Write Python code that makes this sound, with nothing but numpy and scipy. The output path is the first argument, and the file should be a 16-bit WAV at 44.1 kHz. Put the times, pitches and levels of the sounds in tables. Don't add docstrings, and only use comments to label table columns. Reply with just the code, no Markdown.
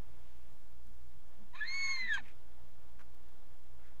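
import sys
import numpy as np
from scipy import signal
from scipy.fft import rfft, irfft
from scipy.io import wavfile

SR = 44100
rng = np.random.default_rng(int(sys.argv[2]) if len(sys.argv) > 2 else 0)


def waveform_to_disk(signal):
    frames = np.transpose(np.atleast_2d(signal))
    scaled = np.clip(frames, -1, 1) * 32767
    samples = np.round(scaled).astype(np.int16)
    wavfile.write(sys.argv[1], SR, samples)


N = 176400
T = np.arange(N) / SR

# frequency_hz, gain_db
SURF_COLOR = [(53, -37), (90, -6), (119, -2), (133, -12.5), (151, -7), (204, -14), (248, -13.5),
              (342, -10.5), (373, -14.5), (398, -13), (864, -13.5), (2710, -27), (3510, -24), (4540, -34),
              (15500, -40)]
# time_s, relative_db
SURF_LOUDNESS = [
    [(0.05, -70.5), (0.946, -75.5), (1.432, -71), (1.48, -71.5)],
    [(2.4, -69.5), (2.416, -70.5), (2.94, -72), (2.95, -72)],
    [(3.2, -71), (3.788, -72.5), (3.792, -70), (3.95, -71.5)],
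]
# time_s, level_db
WIND_LOUDNESS = [(0, -62), (.4, -62.5), (.55, -61), (.8, -63), (.88, -61.5), (1.02, -62.5), (1.5, -62.5),
                 (2.6, -62.5), (4, -63)]
# pitch_hz, level_db, waver_amount, waver_rate_hz
HUM_TONES = [(60.9, -64, 0.38, 2), (119.6, -73, 1.08, 7)]
# middle_s, length_s, level_db, pitch_hz
BOOMS = [(.89, 0.054, -68.5, 205), (1.422, 0.054, -62, 205), (2.048, 0.051, -61, 206),
         (2.215, 0.075, -66, 226), (3.016, .07, -71.5, 225)]
# middle_s,
# length_s, level_db, center_hz, width_octaves
RUBS_AND_PUFF = [(.3, 0.28, -77, 2570, .7), (1.637, .005, -59.5, 1200, 0.98), (1.712, 0.0047, -64, 710, 0.59),
                 (2.28, 0.06, -62, 2150, 0.39), (2.995, 0.0051, -58, 1580, 0.49),
                 (3.011, 0.02, -60.5, 1360, 0.66), (3.86, 0.082, -71.5, 1590, 0.56)]
# start_s, level_db
GRIT_TICKS = [(.527, -65), (.87, -65), (3.147, -58.5), (3.285, -62)]
# delay_s, gain_db
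ROCK_ECHOES = [(.0043, -26), (.011, -15), (.023, -36)]
# center_hz, width_hz, gain_db
THROAT_RINGS = [(1026, 104, -7), (1465, 82, -5), (1780, 70, 6.5), (2413, 220, -3), (3150, 120, -9.5),
                (3804, 220, -7), (4100, 170, -14.5)]
BILL_RINGS = [(4650, 260, -0.5), (6560, 290, 4.5), (7850, 540, -8), (10300, 1500, -16.5),
              (14000, 2000, -25)]
# center_hz, width_hz
BILL_NOTCHES = [(1290, 74), (2850, 67), (5050, 170)]
# time_s, throat_db, bill_db
RASP_LOUDNESS = [(1.53, -81, -95), (1.555, -53.5, -76), (1.62, -58, -83), (1.69, -56, -74.5),
                 (1.85, -56, -66), (1.98, -54.5, -68), (2.07, -55, -77), (2.12, -56.5, -72.5),
                 (2.144, -47, -59.5), (2.18, -50.5, -71), (2.203, -63, -81), (2.22, -85, -99)]
# time_s, pitch_hz, level_db
OPENING_CREAK = [(1.529, 927.6, -70), (1.538, 968, -57), (1.549, 1009, -56), (1.559, 1072, -49),
                 (1.572, 1190, -61), (1.589, 1205, -58), (1.6, 1280, -52), (1.608, 1350, -61)]
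CLOSING_CREAK = [(2.165, 1280, -63), (2.174, 1124, -46.5), (2.183, 919, -42.5), (2.192, 842, -50),
                 (2.205, 762, -57), (2.216, 700, -75)]
# middle_s, length_s, level_db, pitch_hz, glide_hz_per_s
SIDE_GLIDES = [(1.588, .016, -51, 2430, 5000), (2.12, 0.019, -50.5, 3750, -2500),
               (2.152, 0.014, -56, 2560, -3000), (2.141, 0.0089, -55.5, 6560, -9000)]
# time_s, level_db
UNDERTONE_LOUDNESS = [(1.665, -82), (1.685, -60), (1.75, -56.5), (1.8, -61), (1.9, -57), (1.965, -55),
                      (2.01, -66.5), (2.12, -71)]
# multiple_of_half_pitch, gain_db
UNDERTONE_PARTS = [(1, -2.5), (3, -15.5), (5, -25.5), (7, -23)]
# multiple_of_pitch, level_db
SQUEAK_PARTS = [(3, -63), (3.76, -62), (4.1, -65), (5, -69.5), (5.75, -80), (6.7, -84)]
# time_s, pitch_hz, first_db, second_db, third_db
WHISTLE_ARCH = [(1.606, 1687, -35, -78, -88), (1.618, 1708, -35, -51, -78), (1.634, 1737, -36, -58, -83),
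                (1.642, 1795, -38, -64, -84), (1.67, 2051, -49.5, -49.5, -83),
                (1.684, 2099, -43.5, -41.5, -65.5), (1.738, 2178, -38.5, -46.5, -51),
                (1.752, 2210, -37, -45.5, -53.5), (1.86, 2186, -35.5, -42.5, -45.5),
                (1.868, 2165, -38.5, -45, -49.5), (1.912, 2175, -35.5, -43.5, -46),
                (1.962, 2109, -39.5, -41, -56), (1.972, 2098, -45, -48.5, -68),
                (2.012, 2045, -36, -43, -62.5), (2.02, 2037, -36, -46.5, -73),
                (2.072, 1953, -40.5, -55, -86), (2.122, 1713, -29.5, -52, -62),
                (2.142, 1645, -32.5, -41.5, -57.5), (2.168, 1542, -37.5, -52, -71)]
HARMONIC_TRIMS = [-2, -2, -3.5]
HIGH_HARMONICS = [-33, -36]
# middle_s, half_length_s, swing_share_of_pitch
VOICE_BREAKS = [(1.664, 0.016, 0.061), (2.085, .012, 0.079)]


def from_db(db):
    return 10 ** (np.asarray(db) / 20)


def unit_level(x):
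    return x / np.sqrt(np.mean(x ** 2) + 1e-20)


def curves(rows):
    times, *columns = np.transpose(rows)
    return [np.interp(T, times, column) for column in columns]


def gate(start_s, end_s, fade_s):
    return np.clip((T - start_s) / fade_s, 0, 1) * np.clip((end_s - T) / fade_s, 0, 1)


def swell(middle_s, length_s):
    return np.exp(-2 * ((T - middle_s) / length_s) ** 2)


def noise(gain_at):
    hz = np.maximum(np.arange(N // 2 + 1) * SR / N, 1)
    return unit_level(irfft(rfft(rng.standard_normal(N)) * gain_at(hz), N))


def noise_band(center_hz, width_octaves):
    return noise(lambda hz: 1 / (1 + (np.log2(hz / center_hz) / width_octaves) ** 2))


def drift(rate_hz):
    return noise(lambda hz: 1 / (1 + (hz / rate_hz) ** 2))


def phase_of(hz):
    return 2 * np.pi * np.cumsum(hz) / SR


def surf(boost_db=3.5):
    points_hz, gains_db = np.transpose(SURF_COLOR)
    level_db, = curves([row for stretch in SURF_LOUDNESS for row in stretch])
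    wash = noise(lambda hz: from_db(np.interp(np.log(hz), np.log(points_hz), gains_db))
                 / (1 + (hz / 6000) ** 4))
    return from_db(level_db + boost_db + 0.5 * drift(5.4)) * wash


def wind():
    level_db, = curves(WIND_LOUDNESS)
    return from_db(level_db) * noise_band(center_hz=19, width_octaves=0.66)


def hum():
    sound = np.zeros(N)
    for hz, db, waver, rate_hz in HUM_TONES:
        phase = 2 * np.pi * hz * T
        tone = (1 + waver * drift(rate_hz)) * np.sin(phase)
        tone += waver * drift(rate_hz) * np.cos(phase)
        sound += from_db(db) * unit_level(tone)
    return sound


def hiss(level_db=-81.5):
    return from_db(level_db) * rng.standard_normal(N)


def booms():
    sound = np.zeros(N)
    for middle_s, length_s, db, hz in BOOMS:
        tone = np.sin(phase_of(hz * (1 + 0.072 * drift(30))))
        sound += from_db(db) * swell(middle_s, length_s) * unit_level(tone)
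    return sound


def scuffs_and_puff(tick_decay_s=0.0013):
    rubs = np.zeros(N)
    for middle_s, length_s, db, center_hz, octaves in RUBS_AND_PUFF:
        grainy_level = from_db(db + 2.3 * drift(200))
        rubs += grainy_level * swell(middle_s, length_s) * noise_band(center_hz, octaves)
    tick_level = sum(from_db(db) * (T >= start_s) * np.exp(-np.abs(T - start_s) / tick_decay_s)
                     for start_s, db in GRIT_TICKS)
    return rubs + tick_level * noise(lambda hz: hz / (hz + 1200))


def rock_echoes(call, tail_db=-37.5, fade_60_db_s=0.38):
    echoes = sum(from_db(db) * np.interp(T - delay_s, T, call, left=0) for delay_s, db in ROCK_ECHOES)
    tail = noise(lambda hz: 1 / (1 + (hz / 4500) ** 2)) * from_db(-60 * T / fade_60_db_s)
    tail /= np.sqrt(np.sum(tail ** 2))
    return echoes + from_db(tail_db) * signal.fftconvolve(call, tail)[:N]


def ring_gain(rings, hz):
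    gains = [from_db(db) / (1 + ((hz - center) / width) ** 2) for center, width, db in rings]
    return np.sqrt(sum(gain ** 2 for gain in gains))


def notch_gain(hz):
    return np.prod([1 - np.exp(-((hz - center) / width) ** 2) for center, width in BILL_NOTCHES], axis=0)


def rasp():
    throat_db, bill_db = curves(RASP_LOUDNESS)
    throat = from_db(throat_db) * noise(lambda hz: ring_gain(THROAT_RINGS, hz) * notch_gain(hz))
    bill = from_db(bill_db) * noise(lambda hz: ring_gain(BILL_RINGS, hz) * notch_gain(hz))
    flutter = from_db(2 * drift(250))
    return (throat + bill) * flutter * gate(RASP_LOUDNESS[0][0], RASP_LOUDNESS[-1][0], fade_s=0.0059)


def creak(rows, jitter=0.022, tilt_db_per_octave=-8):
    pitch_hz, level_db = curves(rows)
    phase = phase_of(pitch_hz * (1 + jitter * drift(297)))
    gains = {k: (ring_gain(THROAT_RINGS, k * pitch_hz) + 0.068) * from_db(tilt_db_per_octave * np.log2(k))
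             for k in range(1, 7)}
    voice = sum(gain * np.sin(k * phase) for k, gain in gains.items())
    voice /= np.sqrt(sum(gain ** 2 for gain in gains.values()) / 2)
    return voice * from_db(level_db + 2 * drift(220)) * gate(rows[0][0], rows[-1][0], fade_s=0.0055)


def side_tones():
    sound = np.zeros(N)
    for middle_s, length_s, db, hz, glide in SIDE_GLIDES:
        pitch_hz = (hz + glide * (T - middle_s)) * (1 + 0.00704 * drift(201))
        sound += from_db(db) * swell(middle_s, length_s) * unit_level(np.sin(phase_of(pitch_hz)))
    return sound


def undertone(phase):
    level_db, = curves(UNDERTONE_LOUDNESS)
    return sum(from_db(level_db + db + 4.8 * drift(40)) * np.sin(k * phase / 2 + 0.72 * drift(34))
               for k, db in UNDERTONE_PARTS)


def squeak(pitch_hz, phase, middle_s=2.146, half_length_s=0.012, jitter=0.00906):
    tones = sum(from_db(db) * np.sin(k * (phase + phase_of(pitch_hz * jitter * drift(300))))
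                for k, db in SQUEAK_PARTS)
    return tones * np.exp(-((T - middle_s) / half_length_s) ** 2)


def whistle(wobble_hz=115, jitter=0.0022, shimmer_db=0.5, trill_hz=303, trill_depth=0.064):
    pitch_hz, *arch_db = curves(WHISTLE_ARCH)
    swing = sum(share * np.exp(-((T - middle_s) / half_s) ** 2)
                for middle_s, half_s, share in VOICE_BREAKS)
    wobble = swing * np.sin(phase_of(wobble_hz * (1 + 0.1585 * drift(40))))
    phase = phase_of(pitch_hz * (1 + jitter * drift(150) + wobble))
    harmonics_db = [db + trim for db, trim in zip(arch_db, HARMONIC_TRIMS)]
    harmonics_db += [arch_db[2] + db for db in HIGH_HARMONICS]
    tone = sum(from_db(db + shimmer_db * drift(50)) * notch_gain(k * pitch_hz) * np.sin(k * phase)
               for k, db in enumerate(harmonics_db, start=1))
    trill = 1 + trill_depth * np.sin(phase_of(trill_hz * (1 + 0.3 * drift(80))))
    voice = tone * trill + undertone(phase) + squeak(pitch_hz, phase)
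    return np.sqrt(2) * voice * gate(start_s=1.604, end_s=2.175, fade_s=0.007)


def scene():
    call = whistle() + side_tones() + creak(OPENING_CREAK) + creak(CLOSING_CREAK) + rasp()
    shore = surf() + wind() + hum() + hiss() + booms() + scuffs_and_puff()
    return (call + rock_echoes(call) + shore)[None]


def record(dry):
    cutoff_hz, offset = 15750, 0.0251
    treble_cut = signal.ellip(10, 0.05, 60, cutoff_hz, fs=SR, output="sos")
    return signal.sosfiltfilt(treble_cut, dry) + offset


dry = scene()
out = record(dry)
waveform_to_disk(out)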